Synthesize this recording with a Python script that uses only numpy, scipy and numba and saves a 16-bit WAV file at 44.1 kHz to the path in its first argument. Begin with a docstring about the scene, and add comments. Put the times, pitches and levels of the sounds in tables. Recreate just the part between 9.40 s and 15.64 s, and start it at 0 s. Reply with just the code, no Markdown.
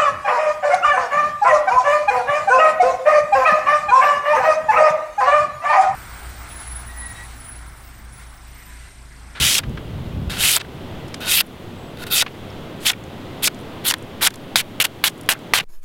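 """First a knife slices through a hand-held sheet of paper over a low rumble of wind, in a wood.
More drawn slices follow, then quick chops that start with a snap, among small creases and light grazes.
Each cut is a dense impulse noise of breaking fibres that excites the resonances of the sheet.
Filtered noise gives a far murmur of trees and the wind; wavering sines give a small bird far off.
Automatic gain control lifts these quiet sounds and ducks them after loud cuts."""
import sys
import numpy as np
from scipy import signal
from scipy.fft import rfft, irfft
from scipy.io import wavfile
from scipy.ndimage import uniform_filter1d
from numba import njit

SR = 44100
rng = np.random.default_rng(int(sys.argv[2]) if len(sys.argv) > 2 else 0)


def volts(x):
    """Linear amplitude factor 10**(x/20) for a level x in dB, scalar or array-like."""
    e = np.asarray(x, float) / 20
    return 10 ** e


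def pcm_store(signal):
    """Save signal as 16-bit PCM."""
    levels = np.round(np.clip(np.atleast_2d(signal), -1, 1) * 32767)
    wavfile.write(sys.argv[1], SR, levels.astype(np.int16).T)


N = 275184  # samples
T = np.arange(N) / SR
BLADE_T = T[::SR // 5000]  # coarser clock for the blade's motion
LEAVE_S = 0.012  # time for a cut to fall 30 dB once the blade leaves

# drawn slices, which swell in until the blade bites fully: [touch t/s, full bite t/s, exit t/s]
SLICES = [(-.04, .045, .188), (.962, 1.05, 1.164), (1.85, 1.92, 2.009), (2.696, 2.738, 2.822),
          (3.448, 3.466, 3.502), (4.02, 4.038, 4.075), (4.438, 4.472, 4.511), (4.808, 4.828, 4.872)]
# quick chops, which start at once: [bite t/s, exit t/s]
CHOPS = [(5.1577, 5.21), (5.4009, 5.424), (5.6394, 5.68), (5.8896, 5.925), (6.1361, 6.189)]


def unit(x):
    """Normalization: scale to rms 1."""
    return x / np.sqrt(np.mean(x ** 2))


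@njit
def svf(x, hz, width):
    """Resonance: state-variable band-pass with a moving centre, gain 1 at the centre."""
    y, band_state, low_state = np.empty(len(x)), 0., 0.
    for i in range(len(x)):
        g, k = np.tan(np.pi * hz[i] / SR), width / hz[i]
        v = (band_state + g * (x[i] - low_state)) / (1 + g * (g + k))
        band_state = 2 * v - band_state
        low_state += 2 * g * v
        y[i] = k * v
    return y


@njit
def follow(x, attack, release):
    """Envelope detection: one-pole smoothing that rises fast and falls slowly."""
    y, level = np.empty(len(x)), abs(x[0])
    for i in range(len(x)):
        rate = attack if abs(x[i]) > level else release
        level += (abs(x[i]) - level) * rate
        y[i] = level
    return y


def band(x, hz, width_hz):
    """Fixed resonance: band-pass with a constant centre."""
    return svf(x, np.full(len(x), float(hz)), float(width_hz))


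def steep(x, hz, width_hz):
    """Cascaded resonance: band-pass twice, for dark valleys on both sides."""
    return band(band(x, hz, width_hz), hz, width_hz)


def walk(rate):
    """Random modulation: levels held 1 / rate s and slewed twice; spread near 1."""
    k = int(SR / rate)
    held = np.repeat(rng.standard_normal(N // k + 1), k)
    return 1.4 * uniform_filter1d(uniform_filter1d(held, k), k)[:N]


def wood():
    """Spectral shaping: filtered noise makes the smooth far murmur of wind in the trees."""
    # spectrum of the murmur, its shape only: [f/Hz, density level/dB]
    spectrum = [(15, 6.5), (25, -70), (87, 3.5), (354, 0.5), (427, -2.5), (591, -5), (1130, -12),
                (1560, -15.5), (1740, -18), (2050, -15.5), (2220, -18.5), (3340, -16.5), (5280, -31.5),
                (14800, -48.5), (16000, -48)]
    f = np.fft.rfftfreq(N, 1 / SR) + 1  # 1 Hz up, so that the logarithm exists
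    hz, db = np.transpose(spectrum)
    shape = volts(np.interp(np.log(f), np.log(hz), db))
    noise = irfft(rfft(rng.standard_normal(N)) * shape, N)
    return volts(-39.5 + .7 * walk(2.4)) * unit(noise)


def wind():
    """Turbulence: low-band noise with a wandering level, air buffeting the microphone port."""
    # strength of the wind, dying down: [t/s, level/dB]
    gust = [(0, -27), (.066, -29), (.11, -47), (.22, -40), (.3, -29), (.38, -34), (.45, -38.5),
            (.69, -33.5), (.83, -27.5), (1.0, -36), (1.06, -35), (1.15, -55), (1.3, -44), (1.9, -47),
            (2.3, -50.5), (3.5, -50), (4.5, -53.5), (6.24, -67)]
    s, db = np.transpose(gust)
    rumble = band(band(band(rng.standard_normal(N), 48, 116), 79, 155), 106, 185)
    return volts(np.interp(T, s, db) + 1.4 * walk(13.0)) * unit(rumble)


def bird():
    """Frequency modulation: two thin, slightly wavering sine notes."""
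    # pitch glides of a small bird far off: [t/s, f/Hz, rms level/dB]
    whistle = [(2.345, 8100, -83), (2.375, 7791, -72), (2.389, 7816, -67), (2.449, 7815, -72),
               (2.5, 7849, -67)]
    chip = [(3.098, 4870, -60), (3.108, 5600, -45)]
    out = np.zeros(N)
    for note in (whistle, chip):
        s, hz, db = np.transpose(note)
        fade = np.clip(np.minimum(T - s[0], s[-1] - T) / 0.0044, 0, 1)
        pitch = np.interp(T, s, hz) * (1 + 0.0075 * walk(150))
        tone = np.sin(2 * np.pi * np.cumsum(pitch) / SR)
        out += np.sqrt(2) * fade * volts(np.interp(T, s, db)) * tone
    return out


def ticks():
    """Transient excitation: each crease is a short decaying noise burst in its own band."""
    # small creases, taps and last tears: [t/s, peak level/dB, centre f/Hz, width f/Hz, burst t60/s]
    creases = [(0.233, -25.5, 1880, 1920, 0.037), (.294, -44, 8000, 10000, 0.011),
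               (0.371, -27, 1350, 1920, 0.044), (1.1635, -3.5, 7800, 2000, 0.011),
               (1.162, -32, 600, 1000, 0.0074), (1.1985, -33, 7400, 1800, 0.012),
               (1.246, -34, 1800, 1500, 0.022), (1.68, -43, 6000, 9200, 0.024),
               (1.741, -23.5, 2550, 6200, 0.024), (2.063, -44, 10800, 6000, 0.028),
               (2.826, -17, 700, 1200, 0.0093), (2.862, -20.5, 1480, 1800, 0.031),
               (2.878, -30, 2400, 1600, .02), (3.532, -24, 2030, 1600, 0.017),
               (3.638, -42, 6800, 4000, 0.0081), (3.502, -10, 2500, 3000, 0.0071),
               (4.076, -10.5, 2130, 3440, 0.014), (4.144, -42, 5970, 8000, .02),
               (4.19, -43, 7700, 6000, .01), (4.2, -48, 10000, 5000, .012), (4.211, -46, 9900, 5000, .012),
               (4.582, -41, 9000, 8000, 0.018), (4.624, -42, 8000, 9000, .015),
               (4.873, -1, 8900, 8900, 0.0073), (4.957, -31, 6960, 9000, 0.008),
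               (5.424, -15, 2880, 2500, .01), (5.776, -46, 9000, 12000, .03),
               (5.811, -30, 8850, 12000, 0.0075), (5.833, -41, 10200, 12000, .012),
               (5.861, -44, 8300, 8900, 0.011), (5.947, -30, 1500, 700, .05), (5.99, -44, 8050, 8000, .012)]
    out, t = np.zeros(N), T[:SR // 20]
    for s, db, hz, width_hz, t60 in creases:
        fade = np.exp(-np.log(1000) * t / t60)
        rise = np.minimum(t / (0.15 * t60), 1)
        burst = rng.standard_normal(len(t)) * fade * rise
        sound = band(steep(burst, hz, width_hz), hz, 2 * width_hz)
        i = int(s * SR)
        out[i:i + len(t)] += volts(db) * sound / np.abs(sound).max()
    return out


def snaps():
    """Impact response: a sharp push rings two heavily damped sheet modes over a low thump."""
    # the blade chops into the edge: [t/s, peak level/dB, main f/Hz, second f/Hz, ring t60/s]
    edge_hits = [(5.1578, -4, 1650, 4240, 0.012), (5.401, -7.5, 2330, 2960, 0.011),
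                 (5.64, -6.5, 2200, 2910, 0.029), (5.8898, -3.5, 1850, 1170, 0.011),
                 (6.1364, -1.5, 1960, 1180, 0.016)]
    out, t = np.zeros(N), T[:SR // 20]
    for s, db, main_hz, second_hz, t60 in edge_hits:
        fade = np.exp(-np.log(1000) * t / t60)
        ring = np.sin(2 * np.pi * main_hz * t) + 0.5 * np.sin(2 * np.pi * second_hz * t)
        thump = 0.095 * np.sin(2 * np.pi * 600 * t) * np.exp(-t / 0.0007)
        sound = ring * fade + thump
        i = int(s * SR)
        out[i:i + len(t)] += volts(db) * sound / np.abs(sound).max()
    return out


def fibres():
    """Random impulses: fibres break at chance moments, a few much harder, in clusters as the blade slips."""
    breaks_per_s, spread_db, cluster_db = 20000, 1.6, 1.37
    breaks = rng.random(N) < breaks_per_s / SR
    size = volts(spread_db * rng.exponential(size=N) + cluster_db * walk(500))
    return breaks * size * rng.standard_normal(N)


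def contact(touch, start, end, start_db, end_db, fall_s):
    """Contact envelope: power-law rise and fall; level in dB, and dB lost before and after the hold."""
    swell_curve, leave_curve = 1.4, 1.3  # exponents
    risen = np.clip((BLADE_T - touch) / max(start - touch, 1e-5), 1e-9, 1)
    before = -20 * swell_curve * np.log10(risen)
    since_exit = np.maximum(BLADE_T - end, 0)
    after = np.minimum(30 * (since_exit / fall_s) ** leave_curve, 200)
    held = np.interp(BLADE_T, (start, max(end, start + 1e-4)), (start_db, end_db))
    return held - before - after, before, after


def blade():
    """Power summation: gains of ring, hiss and flex add in power over slices, chops and grazes."""
    # basic strength of each stroke, slices then chops, ahead of the tear, chop, arch and softness terms:
    # [ring level at bite/dB, ring level at exit/dB, hiss level re ring/dB, sheet flex level re ring/dB]
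    strengths = [(-18.5, -22, 0, -11.5), (-20.5, -21.5, 0.2, -10.5), (-21, -19.5, -0.5, -13.5),
                 (-21, -21, -1, -12.5), (-19, -20, -2.5, -11.5), (-24.5, -21.5, 1, -12.5),
                 (-23.5, -24.5, 1.7, -9), (-20.5, -21.5, -1.1, -3), (-16.5, -24.5, -2.5, -6.5),
                 (-24, -20, 0, -4.5), (-22.5, -20.5, -0.5, -4.5), (-24, -26, 2.2, 2),
                 (-22.5, -24.5, -0.5, 1.2)]
    # light contact of blade and edge before or after a stroke:
    # [start t/s, end t/s, start level/dB, end level/dB, hiss level re ring/dB]
    grazes = [(0.201, 0.203, -32, -37, -12), (0.898, 0.975, -36, -38.5, -5), (1.171, 1.182, -22, -32, -3.5),
              (1.195, 1.214, -40, -30.5, -28), (1.805, 1.885, -44, -34.5, -6.5),
              (2.573, 2.572, -50, -47, -1.5), (2.586, 2.639, -53, -39.5, -4.5),
              (2.667, 2.693, -38.5, -52, -5.5), (3.404, 3.462, -56, -43, 1), (3.512, 3.52, -36, -34, 2),
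              (4.52, 4.522, -29, -25, -5), (4.539, 4.539, -35, -19.5, -3), (4.877, 4.891, -37, -48, -8),
              (4.906, 4.906, -39, -36, -2), (4.94, 4.944, -42, -43.5, -3), (5.442, 5.454, -23.5, -20.5, -1),
              (5.46, 5.471, -42, -46, -2), (5.69, 5.703, -44, -50, 4), (5.935, 5.933, -31, -28, 9),
              (5.942, 5.945, -45, -45, -9), (6.2, 6.209, -27, -29, -11)]
    tear_db, tear_flex_db, tear_s = 3, 8, 0.0035  # the last fibres tear free and shake the sheet
    chop_extra_db, chop_settle_s = 9, 0.0055  # a chop bites harder at first
    graze_in_s, graze_out_s = .003, .007  # time to rise; time to fall 30 dB
    hiss_arch_db = 1  # hiss is favoured mid-slice
    hiss_swell, hiss_leave = 0.079, 0.35  # dB of hiss lost for each dB below full bite
    flex_soft = 0.53  # dB of flex won for each dB below full bite
    layers = []
    for (touch, start, end), (start_db, end_db, hiss_db, flex_db) in zip(SLICES, strengths):
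        held, before, after = contact(touch, start, end, start_db, end_db, LEAVE_S)
        tear = np.exp(np.minimum(BLADE_T - end, 0) / tear_s)
        arch = np.sin(np.pi * np.clip((BLADE_T - start) / (end - start), 0, 1))
        ring = held + tear_db * tear
        hiss = ring + hiss_db + hiss_arch_db * arch - hiss_swell * before - hiss_leave * after
        flex = ring + flex_db + tear_flex_db * tear + flex_soft * np.minimum(before + after, 30)
        layers.append((ring, hiss, flex))
    for (start, end), (start_db, end_db, hiss_db, flex_db) in zip(CHOPS, strengths[len(SLICES):]):
        held, _, after = contact(start, start, end, start_db, end_db, LEAVE_S)
        extra = chop_extra_db * np.exp(-np.abs(BLADE_T - start) / chop_settle_s)
        ring = held + extra
        hiss = held + extra / 2 + hiss_db - hiss_leave * after
        flex = ring + flex_db + flex_soft * after
        layers.append((ring, hiss, flex))
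    for start, end, start_db, end_db, hiss_db in grazes:
        ring, _, after = contact(start - graze_in_s, start, end, start_db, end_db, graze_out_s)
        layers.append((ring, ring + hiss_db - hiss_leave * after, ring + flex_soft * after))
    power = sum(volts(2 * np.array(layer)) for layer in layers)
    return [np.interp(T, BLADE_T, np.sqrt(p)) for p in power]


def cutting():
    """Forced resonance: the fibre spray rings the sheet near the blade, flexes it all and hisses."""
    # paper under each stroke, slices then chops; long strips ring their own modes, small scraps blur;
    # pitches before their random wobble, strip share before the blur:
    # [ring f at bite/Hz, ring f at exit/Hz, hiss f at bite/Hz, hiss f at exit/Hz, strip share/1]
    pieces = [(3080, 3020, 2700, 5600, 0.02), (2900, 3200, 8400, 11500, 0.06),
              (3060, 3100, 9600, 11700, 0.24), (3220, 3130, 11500, 3600, 0.43), (3210, 3100, 8950, 4600, 0),
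              (3020, 3700, 10400, 4000, 0.07), (3150, 3100, 12000, 4300, 0), (3150, 3140, 11400, 7700, 0),
              (3330, 2640, 7500, 9100, 0), (2830, 2780, 11000, 8500, 0), (2900, 3000, 12100, 7700, 0),
              (3000, 2700, 11500, 8200, 0), (2930, 2750, 10500, 5300, 0)]
    # modes of the free strip, the lowest first: [f/Hz, width f/Hz, level/dB]
    strip_modes = [(1450, 250, 0), (2600, 330, -1), (3620, 330, 0), (4300, 350, -8)]
    ring_gain, hiss_gain, flex_gain = blade()
    s, paper = np.ravel([row[-2:] for row in SLICES + CHOPS]), np.array(pieces)
    ring_hz = np.interp(T, s, paper[:, :2].ravel())
    hiss_hz = np.interp(T, s, paper[:, 2:4].ravel())
    # share of the slice already cut
    done = sum(np.interp(T, (start, end, end + LEAVE_S), (0, 1, 0)) for _, start, end in SLICES)
    # as the uncut length shrinks the strip's modes blur and an upper ring climbs and grows
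    strip = np.interp(T, s, np.repeat(paper[:, 4], 2)) * (1 - .7 * done)
    upper_hz = 4600 + 700 * done
    upper_gain = volts(-20 + 11 * done)

    spray = fibres()
    ring_hz = np.clip(ring_hz * (1 + .05 * walk(150)), 500, 8000)
    main_ring = svf(svf(spray, ring_hz, 780.0), ring_hz, 3400.0)
    upper_ring = svf(svf(spray, upper_hz, 1800.0), upper_hz, 1800.0)
    lower_ring = steep(spray, 2286, 1370)
    ring = unit(main_ring - upper_gain * upper_ring + volts(-7) * lower_ring)
    flex = unit(steep(spray, 1650, 1440) + volts(-4.0) * band(spray, 980, 610))

    low, *high = (volts(db) * steep(spray, hz, width_hz) for hz, width_hz, db in strip_modes)
    # a loud cut damps the strip's modes
    ring_db = 20 * np.log10(ring_gain + 1e-9)
    modal = strip * np.clip((-6 - ring_db) / 26, .3, 1)
    ring = np.sqrt(1 - modal) * ring + np.sqrt(modal) * unit(sum(high))
    strip_flex = unit(low + volts(-12) * band(spray, 750, 370))
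    flex = np.sqrt(1 - modal) * flex + np.sqrt(modal) * strip_flex

    # the treble comes from its own, partly separate breaks
    high_pass = signal.butter(N=3, Wn=4200, btype="high", fs=SR, output="sos")
    crisp = signal.sosfilt(high_pass, .6 * spray + .8 * fibres())
    hiss_hz = np.clip(hiss_hz * (1 + .06 * walk(40)), 3000, 16000)
    hiss = unit(svf(svf(crisp, hiss_hz, 14500.0), hiss_hz, 16500.0) + 0.22 * crisp)
    return ring_gain * ring + hiss_gain * hiss + flex_gain * flex


def scene():
    """Superposition: wood, wind and bird around, paper close by."""
    return (wood() + wind() + bird() + ticks() + snaps() + cutting())[None]


def band_limit(x):
    """A steep low-pass at the top of the band."""
    return signal.sosfilt(signal.butter(12, 16500, fs=SR, output="sos"), x)


def record(dry):
    """Dynamic compression: gain lifts the quiet and drops on peaks; hiss joins, peaks clip, the top is cut."""
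    lift_db, hiss_db, top_hz = 7.5, -56.5, 15900
    quick = follow(dry[0], 1 / (0.0025 * SR), 1 / (.1 * SR))  # attack and release times in s
    slow = follow(quick, 1 / (0.085 * SR), 1 / (.6 * SR))
    gain = volts(lift_db) / (1 + quick / 0.19) ** 0.6 / (1 + slow / 0.39) ** 0.42
    preamp = dry * gain + volts(hiss_db) * rng.standard_normal(N)
    clipped = np.clip(preamp, -.95, .95)
    low_pass = signal.ellip(8, .2, 70, top_hz, fs=SR, output="sos")
    mix = signal.sosfilt(low_pass, clipped)
    return band_limit(mix)


dry = scene()
out = record(dry)
pcm_store(out)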